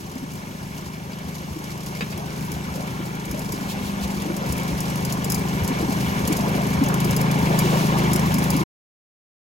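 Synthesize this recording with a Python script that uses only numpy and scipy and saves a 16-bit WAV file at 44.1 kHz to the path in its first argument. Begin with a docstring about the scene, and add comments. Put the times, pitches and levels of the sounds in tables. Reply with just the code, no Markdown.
"""Steel waterwheel in a yard

Close to a wheel turning under a wooden flume: water rushes into the buckets, gulps air, thumps on the
sheet metal and throws drops that splat near the microphones. Across the yard a single-cylinder generator
hums and clatters. Heard on a small stereo pair, it all swells steadily, eases briefly and is cut off."""
import sys
import numpy as np
from scipy import signal
from scipy.fft import rfft, irfft, next_fast_len
from scipy.io import wavfile
from scipy.ndimage import map_coordinates

SR = 44100
rng = np.random.default_rng(int(sys.argv[2]) if len(sys.argv) > 2 else 0)


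def log_audio(samples):
    """Write samples as a 16-bit WAV file to the path given in sys.argv[1]."""
    # one column per channel
    frames = np.atleast_2d(samples).T
    # limit to full scale, then quantise
    limited = np.clip(frames, -1, 1)
    pcm = np.round(limited * 32767).astype(np.int16)
    wavfile.write(sys.argv[1], SR, pcm)


N = 422032

# spectra of the low churn and the brighter rush under the flume: f/Hz, level/dB
CHURN_SPECTRUM = [(120, -25.5), (240, -4), (340, -2.5), (500, -6.5), (640, -8.5), (820, -10.5), (930, -3.5),
                  (1020, -8.5), (1120, -6.5), (1270, -14.5), (1650, -13.5), (2100, -12.5), (5000, -50.5)]
RUSH_SPECTRUM = [(600, 7.5), (1400, 4.5), (1850, 1.5), (2120, 2), (2700, -2), (3400, -1), (4100, -8.5),
                 (6000, -17.5), (15000, -47)]

def pouring(churn_db=-27, rush_db=-30):
    """The stream churns air into the buckets: large bubbles gurgle below a rush of small ones."""
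    def between_discs(x):
        return unit(x + amp(-8) * echoed(x, t60=.08))  # reflections inside the steel wheel

    gurgle = bubbles(200, 1700, cycles=5, spread_db=2.5, rise=.04, count=7000, samples=1200)
    fizz = bubbles(1200, 6000, cycles=4, spread_db=2.4, rise=.03, count=18000, samples=200)
    fizz += amp(5) * noise()
    churn = unit(coloured(between_discs(gurgle + amp(11) * noise()), CHURN_SPECTRUM))
    rush = unit(coloured(between_discs(fizz), RUSH_SPECTRUM))
    surge = amp(churn_db + 1.026 * swell_db() + .7 * wobble(14))
    flutter = amp(rush_db + .88 * swell_db() + 1.23 * wobble(30))
    return surge * churn + flutter * rush


# spectrum of the filling buckets: f/Hz, level/dB
RUMBLE_SPECTRUM = [(18, -52), (32, -41.5), (52, -11), (85, -9.5), (130, -8.5), (200, -11.5), (270, -11),
                   (500, -41.5)]
# water slumping on a bucket's floor: t/s, relative level/dB, f/Hz
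BUCKET_THUMPS = [(0.531, -33.5, 72), (0.86, -33, 84), (1.24, -29, 80), (1.502, -26.5, 72.6),
                 (2.137, -26, 81), (2.536, -25, 68), (2.699, -24.5, 74.5), (3.282, -25, 56),
                 (4.028, -22, 66), (4.188, -28, 88), (4.496, -22, 80), (4.715, -22.5, 71), (5.613, -17, 92),
                 (5.809, -26, 86), (6.23, -26.5, 81.4), (6.771, -20, 82), (7.118, -22, 92),
                 (7.607, -21, 94), (8.049, -23.5, 77)]
# air pockets closing in a bucket: t/s, relative level/dB, f/Hz, glide/share of f
AIR_GULPS = [(0.156, -23, 258, 0.11), (0.226, -23, 260, .05), (1.559, -24.5, 309, 0.13),
             (2.021, -22, 207, 0.14), (2.774, -27, 292, .2), (2.995, -23.5, 320, 0.24),
             (3.327, -24.5, 276, 0.22), (3.535, -24, 307, .25), (4.258, -19.5, 297, .1),
             (4.3, -20, 342, 0.29), (4.715, -23.5, 277, 0.019), (5.7, -15.5, 267, 0.12),
             (5.824, -17, 314, -0.098), (5.884, -12.5, 263, .25), (6.297, -14.5, 300, 0.028),
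             (6.395, -10.5, 203, 0.055), (6.813, -7.5, 264, 0.07), (7.159, -19, 265, .1),
             (7.64, -18.5, 363, -0.075), (7.835, -19, 298, -0.079), (8.355, -17, 254, .1),
             (8.549, -11.5, 278, .11), (8.607, -16.5, 328, 0.08)]

def buckets(rumble_db=-30.5):
    """The sheet-metal buckets rumble as they fill, thump and gulp air; they radiate no deep bass."""
    lumps = noise() * amp(3 * wobble(14))
    rumble = amp(rumble_db + .62 * swell_db()) * unit(coloured(lumps, RUMBLE_SPECTRUM))
    thumps = plunges([(s, db, hz, 0) for s, db, hz in BUCKET_THUMPS], gain_db=-2.5, peak_s=.013, rough=.59)
    gulps = plunges(AIR_GULPS, gain_db=-1.5, peak_s=.007, rough=.45)
    return rumble + direct_only(coloured(thumps + gulps, [(28, -30), (48, -.5)]))


def plunges(events, gain_db, peak_s, rough):
    """Low, soft-edged resonances that swell and die within a few cycles."""
    track, t = np.zeros(N), np.arange(SR // 4) / SR
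    age = t / peak_s
    for s, db, hz, glide in events:
        drift = np.interp(age, np.arange(40), rng.standard_normal(40))
        turns = hz * (t + glide * peak_s * (np.logaddexp(0, age - 2) - age / 2))
        envelope = amp(db + gain_db) * age * np.exp(1 - age)
        add(track, s, envelope * np.sin(2 * np.pi * turns + rough * drift))
    return track


# the fattest drops, landing close to the microphones: t/s, relative level/dB
NEAR_DROPS = [(2.1756, -30), (2.5173, -26.5), (3.253, -28), (3.312, -25.5), (3.393, -27.5), (3.5215, -23),
              (4.22, -28), (4.3655, -25), (4.5235, -20), (4.5786, -27.5), (4.8043, -21), (4.8998, -29.5),
              (4.9571, -27), (5.05, -21.5), (5.1243, -19), (5.244, -21.5), (5.3, -17.5), (5.32, -15.5),
              (5.3447, -17.5), (5.645, -25.5), (5.677, -21.5), (6.191, -27.5), (6.276, -18), (6.326, -20.5),
              (6.369, -23), (6.491, -29), (6.8376, -25), (6.8855, -24), (6.9415, -20.5), (7.0019, -20),
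              (7.045, -21.5), (7.1087, -21.5), (7.1645, -17), (7.213, -21), (7.313, -24.5), (7.5887, -13.5),
              (8.133, -16.5), (8.1597, -18), (8.194, -23), (8.3409, -19.5), (8.3843, -22.5),
              (8.4402, -22.5), (8.503, -17.5), (8.5649, -24)]
# spectrum of a drop on wet steel: f/Hz, level/dB
SPLAT_SPECTRUM = [(1000, -24), (3000, -12.5), (4300, -10), (4800, -2), (6800, 2.5), (8500, -0.5),
                  (11500, 3), (13500, 0), (16000, -3)]

def splats(tail_t60=.17, steel_hz=4950, small_count=45):
    """Drops burst on wet steel, ring it and ping with tiny bubbles; smaller ones fall at random."""
    track, t = np.zeros((2, N)), np.arange(SR // 8) / SR
    onset = 1 - np.exp(-t / .0003)
    droplets = amp(-17 - 60 * t / tail_t60)  # landing just after the burst
    small_db = -28 + .6 * swell_db()
    small = [(at / SR, small_db[at] + 2 * rng.standard_normal()) for at in rng.integers(0, N, small_count)]
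    for s, db in list(NEAR_DROPS) + small:
        burst = amp(-60 * t / rng.uniform(.024, .044))
        ping_hz = rng.uniform(4900, 13000, size=(4, 1))
        pings = amp(-12) * burst * np.sin(2 * np.pi * ping_hz * t).sum(axis=0)
        ring_hz = steel_hz * (1 + .049 * rng.standard_normal())
        ring = amp(-9) * np.sqrt(burst) * np.sin(2 * np.pi * ring_hz * t)
        splash = onset * (burst + droplets) * rng.standard_normal((2, len(t)))
        add(track, s, amp(db - 2) * (splash + pings + ring))
    return coloured(track, SPLAT_SPECTRUM)


# spectrum of the fine spray around the wheel: f/Hz, level/dB
SPRAY_SPECTRUM = [(2000, -5.5), (4200, 0.5), (5000, 3), (7000, -1.5), (9000, -5), (11500, -1.5),
                  (14000, -6.5), (16000, -12.5)]

def spray(level_db=-37, spread_db=10, decay_s=.0068, count=2200):
    """A fine hiss with small drops pattering and pinging through it."""
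    when, chance = rng.random((count, 2)).T
    power = amp(-spread_db * np.log(np.maximum(chance, np.exp(-3)))) ** 2
    hits = np.bincount((when * (N - 1)).astype(int), power, N)
    fading_power = signal.lfilter([1], [1, -np.exp(-1 / (decay_s * SR))], hits)
    patter = unit(np.sqrt(np.abs(fading_power)))
    hiss = unit(noise() + amp(19.5) * echoed(noise(), t60=.012))
    pings = bubbles(4000, 15000, cycles=25, spread_db=2.2, rise=.005, count=5000, samples=700)
    drops = hiss + patter * noise() + amp(-8) * pings
    return amp(level_db + .55 * swell_db() + .91 * wobble(1.9)) * unit(coloured(drops, SPRAY_SPECTRUM))


# water sloshing over a bucket's lip: middle t/s, relative level/dB, f/Hz
LIP_SLOSHES = [(2.21, -37, 696), (2.8, -37, 612), (3.38, -37.5, 688), (4.08, -35.5, 739), (4.31, -39, 503),
               (4.42, -37, 576), (5.8, -35.5, 652), (5.91, -35, 725), (6.44, -32, 770), (6.58, -32.5, 613),
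               (6.89, -28, 954), (7.53, -28.5, 720), (7.74, -31, 540), (7.95, -30, 873)]

def sloshes(width_s=.034, rise_oct_per_s=5, spread_oct=.22, cycles=9, count=20):
    """Each slosh frees a handful of bubbles, the deep ones first, so that it rises in pitch."""
    track, t = np.zeros((2, N)), np.arange(SR // 20) / SR
    for s, db, hz in LIP_SLOSHES:
        for late, detune, side in rng.standard_normal((count, 3)):
            delay = width_s * late
            turns = hz * 2 ** (rise_oct_per_s * delay + spread_oct * detune) * t
            age = turns / cycles
            envelope = np.exp(-age) * (1 - np.exp(-2 * turns))
            ring = envelope * np.sin(2 * np.pi * turns * (1 + .03 * age))
            add(track, s + delay, amp(db + 1.5) * np.array([[1], [side]]) * ring)
    return track


# single drips: t/s, peak level/dB, f/Hz
SINGLE_DRIPS = [(1.133, -30, 4770), (6.8627, -20.5, 6300)]

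def drips(cycles=16, rise=.012):
    """A drip traps a small bubble that rings briefly, rising slightly."""
    track, t = np.zeros(N), np.arange(SR // 30) / SR
    for s, db, hz in SINGLE_DRIPS:
        age = hz * t / cycles
        add(track, s, amp(db) * np.exp(-age) * np.sin(2 * np.pi * hz * t * (1 + rise * age / 2)))
    return direct_only(track)


# sheets of spray brushing the rim: middle t/s, width/s, level/dB
RIM_SWISHES = [(3.71, 0.019, -33), (3.87, 0.03, -38.5), (4.04, 0.013, -32.5), (7.72, 0.16, -34)]

def swishes():
    """Thrown water sweeps softly across the rim."""
    envelope = sum(amp(db) * hump(s, width) for s, width, db in RIM_SWISHES)
    return envelope * unit(coloured(noise(), [(1800, -54), (2500, 8), (3900, 7), (5500, 4.5), (12000, -1)]))


# a double clack on the wheel and its weak rebound: t/s, relative level/dB
WHEEL_KNOCKS = [(2.008, -20.5), (2.022, -25), (2.125, -30)]
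# modes of the wheel's steel: f/Hz, relative level/dB, t60/s
STEEL_MODES = [(484, 6.5, .07), (1130, -2, .1), (1400, -2.5, .12), (1723, 4.5, .11), (2105, -2.5, .1),
               (2280, -1, .11), (2556, 4, .08), (2790, -1.5, .12), (3100, -3, .08), (3300, -8.5, .08),
               (3747, -1.5, .14), (3962, -5.5, .11), (4667, 1.5, .12), (4850, -3.5, .045)]

def clack(crack_t60=.099):
    """Each knock on the wet wheel cracks and rings its steel briefly."""
    ring, crack, t = np.zeros((2, N)), np.zeros((2, N)), np.arange(SR // 5) / SR
    for s, db in WHEEL_KNOCKS:
        modes = sum(amp(level - 60 * t / t60) * np.sin(2 * np.pi * (hz * t + rng.random((2, 1))))
                    for hz, level, t60 in STEEL_MODES)
        add(ring, s, amp(db - 14.5) * modes)
        add(crack, s, amp(db - 5 - 60 * t / crack_t60) * rng.standard_normal((2, len(t))))
    crack_spectrum = [(250, -10), (500, 4.5), (2600, 9), (4700, -15.5), (5600, -4), (12000, -17)]
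    return ring + coloured(crack, crack_spectrum)


# the rim rubbing: middle t/s, length/s, peak level/dB, f/Hz
RIM_RUBS = [(2.44, 0.77, -44, 1530), (3.0, 0.82, -43, 1380)]

def rub(waver_rad=.83):
    """The wet rim sings faintly and unsteadily; each rub fades in and out."""
    t, tone = np.arange(N) / SR, np.zeros(N)
    waver = waver_rad * wobble(150)
    for s, length, db, hz in RIM_RUBS:
        arch = np.maximum(1 - (2 * (t - s) / length) ** 2, 0)
        tone += amp(db) * arch * np.sin(2 * np.pi * hz * t + waver)
    return np.array([np.zeros(N), tone])  # scattered sound only


# the generator across the yard sags under load and recovers: t/s, firing rate/Hz
FIRING_RATE = [(0, 25.97), (.31, 26.01), (.48, 25.35), (.98, 25.85), (1.36, 25.68), (2.61, 26.04),
               (3.09, 25.56), (3.5, 25.63), (4.12, 24.45), (4.55, 25.77), (4.81, 26.31), (5.39, 26.13),
               (5.8, 25.09), (6.44, 25.69), (6.7, 25.61), (7.21, 26.77), (7.97, 26.11), (8.6, 26.28)]
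# when each of the two valves shuts: phase/cycles
VALVE_PHASES = [.2, .76]
# spectrum of the engine's casing: f/Hz, level/dB
CASING_SPECTRUM = [(250, -15.5), (400, 5), (500, -8), (800, -5.5), (930, 4), (1020, -2), (1110, 3.5),
                   (1250, -7.5), (1800, -7.5), (2150, -6), (2700, -6.5), (4000, -18), (9000, -29)]

def generator(valves_db=-34, tick_t60=.034):
    """The exhaust hums while the valves tick on the casing, alike in the lows, ever new in the treble."""
    rate, = curves(FIRING_RATE)
    cycle, ticks = np.cumsum(rate) / SR, np.zeros((2, N))
    for phase in VALVE_PHASES:
        shuts = np.diff(np.ceil(cycle - phase), prepend=0)[None]
        age = (cycle - phase) % 1 / rate
        ring = unit(np.vstack([echoed(shuts, tick_t60), echoed(shuts, tick_t60)]))
        rasp = unit(noise() * amp(-60 * age / tick_t60))
        ticks += coloured(ring, [(1100, 5), (1600, -9.5)]) + rasp
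    clatter = amp(valves_db) * unit(coloured(ticks, CASING_SPECTRUM))
    return amp(swell_db()) * (direct_only(exhaust(rate)) + clatter)


# the exhaust's hum: harmonic number, level/dB at the crest and at cruise, dB per Hz of extra firing rate
EXHAUST_HARMONICS = [(3, -40, .5), (5, -28, 6.5), (6, -25.5, 3.5), (7, -25.8, 1), (8, -28, -2),
                     (9, -42, -1), (10, -35, -1), (11, -44, 0), (13, -44, 0), (15, -43, -2),
                     (16, -39.5, -0.5), (35, -47, 0), (37, -49, 0)]
# the muffler's narrow resonance: f/Hz, width/Hz
MUFFLER_RESONANCE = (138, 6)
# the engine labours and harmonics 8-10 groan out: middle t/s, width/s, boost/dB
ENGINE_LABOURS = [(4.0, .27, 4), (6.35, 0.62, 1)]

def exhaust(rate, cruise_hz=26, puff_phase=.255, wander_cycles=.025):
    """One puff per firing leaves the muffler as a throbbing hum; tones above its resonance lag."""
    cycle, hum = np.cumsum(rate) / SR - puff_phase, np.zeros(N)
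    muffler_hz, muffler_width = MUFFLER_RESONANCE
    labour_db = sum(db * hump(s, width) for s, width, db in ENGINE_LABOURS)
    for k, db, db_per_hz in EXHAUST_HARMONICS:
        lag = np.arctan2(k * rate * muffler_width, muffler_hz ** 2 - (k * rate) ** 2)
        level = db + db_per_hz * (rate - cruise_hz) + labour_db * (7 < k < 11) + wobble(3)
        turns = k * cycle + wander_cycles * wobble(2)
        hum += amp(level) * np.sqrt(2) * np.cos(2 * np.pi * turns - lag)
    return hum


def swell_db(crest_s=8.115, climb_db_per_s=2, ease_db_per_s=6.5):
    """A steady climb to 0 dB at the crest, then an easing; water and engine follow it by varying amounts."""
    after = np.arange(N) / SR - crest_s
    return np.minimum(climb_db_per_s * after, -ease_db_per_s * after)


def bubbles(lo_hz, hi_hz, cycles, spread_db, rise, count, samples):
    """Two streams of bubbles: damped, rising tones at random times, pitches and strengths; rms 1."""
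    when, pitch, chance = rng.random((count, 3)).T[:, :, None]
    hz = lo_hz + (hi_hz - lo_hz) * pitch
    turns = hz * np.arange(samples) / SR
    age = turns / cycles
    strength = amp(-spread_db * np.log(np.maximum(chance, np.exp(-4)))) * np.sqrt(hz)
    envelope = strength * np.exp(-age) * (1 - np.exp(-2 * turns))
    tones = envelope * np.sin(2 * np.pi * turns * (1 + rise * age / 2))
    at = (when * (2 * N - samples)).astype(int) + np.arange(samples)
    return unit(np.bincount(at.ravel(), tones.ravel(), 2 * N).reshape(2, N))


def echoed(x, t60):
    """x heard through a dying cloud of reflections with energy 1."""
    t = np.arange(SR // 8) / SR
    cloud = rng.standard_normal(len(t)) * amp(-60 * t / t60)
    cloud /= np.linalg.norm(cloud)
    return signal.fftconvolve(x, cloud[None], axes=1)[:, :N]


def amp(db):
    """Decibels as amplitude."""
    return 10 ** (np.asarray(db) / 20)


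def unit(x):
    """x at rms 1."""
    return x / np.sqrt(np.mean(x ** 2) + 1e-20)


def curves(rows):
    """One value per sample for each column after the time."""
    s, *cols = np.transpose(rows)
    return [np.interp(np.arange(N) / SR, s, c) for c in cols]


def hump(s, width):
    """A smooth rise and fall of height 1 around time s."""
    return np.exp(-.5 * ((np.arange(N) / SR - s) / width) ** 2)


def wobble(rate):
    """A smooth random curve, rate knots a second."""
    knots = rng.standard_normal(int(N * rate / SR) + 4)
    return map_coordinates(knots, [np.arange(N) * rate / SR], order=2)


def filtered(x, response):
    """x times a complex response of frequency."""
    m = next_fast_len(N + SR // 4)
    return irfft(rfft(x, m) * response(np.fft.rfftfreq(m, 1 / SR)), m)[..., :N]


def coloured(x, spectrum):
    """x shaped by (f/Hz, level/dB) points on a log axis."""
    f, db = np.transpose(spectrum)
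    return filtered(x, lambda hz: amp(np.interp(np.log(hz + 1), np.log(f), db)))


def noise():
    """Two unrelated white noises: direct and scattered sound."""
    return rng.standard_normal((2, N))


def direct_only(x):
    """x as direct sound, with nothing scattered."""
    return np.array([x, np.zeros(N)])


def add(track, s, sound):
    """Mix a sound into the track at time s."""
    part = track[..., max(round(s * SR), 0):][..., :sound.shape[-1]]
    part += sound[..., :part.shape[-1]]


# the small stereo pair by the wheel: f/Hz, left-right likeness (0-1), lead of the left side/rad
MICROPHONE_PAIR = [(0, .995, 0), (200, .98, .4), (400, .75, .9), (1750, .65, 3.3), (2600, .72, 6.2),
                   (3500, .62, 7.8), (4150, .2, 6.2), (5900, .25, 5.5), (6500, .72, 6.4), (7900, .68, 5),
                   (8900, .97, 3.1), (10100, .75, 1.2), (11200, .97, 0), (12400, .75, -1.7),
                   (13200, .97, -3.1), (14300, .7, -5.2), (15400, .97, -6.3)]

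def microphones(direct, scattered, left_db=.8, left_below_hz=700):
    """Likeness and lag between the two microphones depend on frequency; the bass leans left."""
    f, likeness, lead = np.transpose(MICROPHONE_PAIR)
    sides = np.array([[1], [-1]])

    def spread(hz):
        return np.arccos(np.clip(np.interp(hz, f, likeness), 0, 1)) / 2

    def pickup(hz):
        lean = amp(sides * left_db / (1 + (hz / left_below_hz) ** 2))
        return lean * np.exp(.5j * sides * np.interp(hz, f, lead))

    mid = filtered(direct, lambda hz: np.cos(spread(hz)) * pickup(hz))
    side = filtered(scattered, lambda hz: sides * np.sin(spread(hz)) * pickup(hz))
    return mid + side


def scene():
    """The generator across the yard and the wheel close by, at the stereo pair."""
    engine = generator()
    water = pouring() + sloshes() + drips() + spray() + swishes() + splats()
    wheel = buckets() + clack() + rub()
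    direct, scattered = engine + water + wheel
    return microphones(direct, scattered)


def record(dry, end_s=8.634, top_hz=15950):
    """The sound is cut off abruptly; nothing is kept above the band limit."""
    gate = np.clip((end_s - np.arange(N) / SR) / .004 + 1, 0, 1)
    return filtered(dry * gate, lambda hz: np.clip((top_hz - hz) / 100 + .5, 0, 1))


dry = scene()
out = record(dry)
log_audio(out)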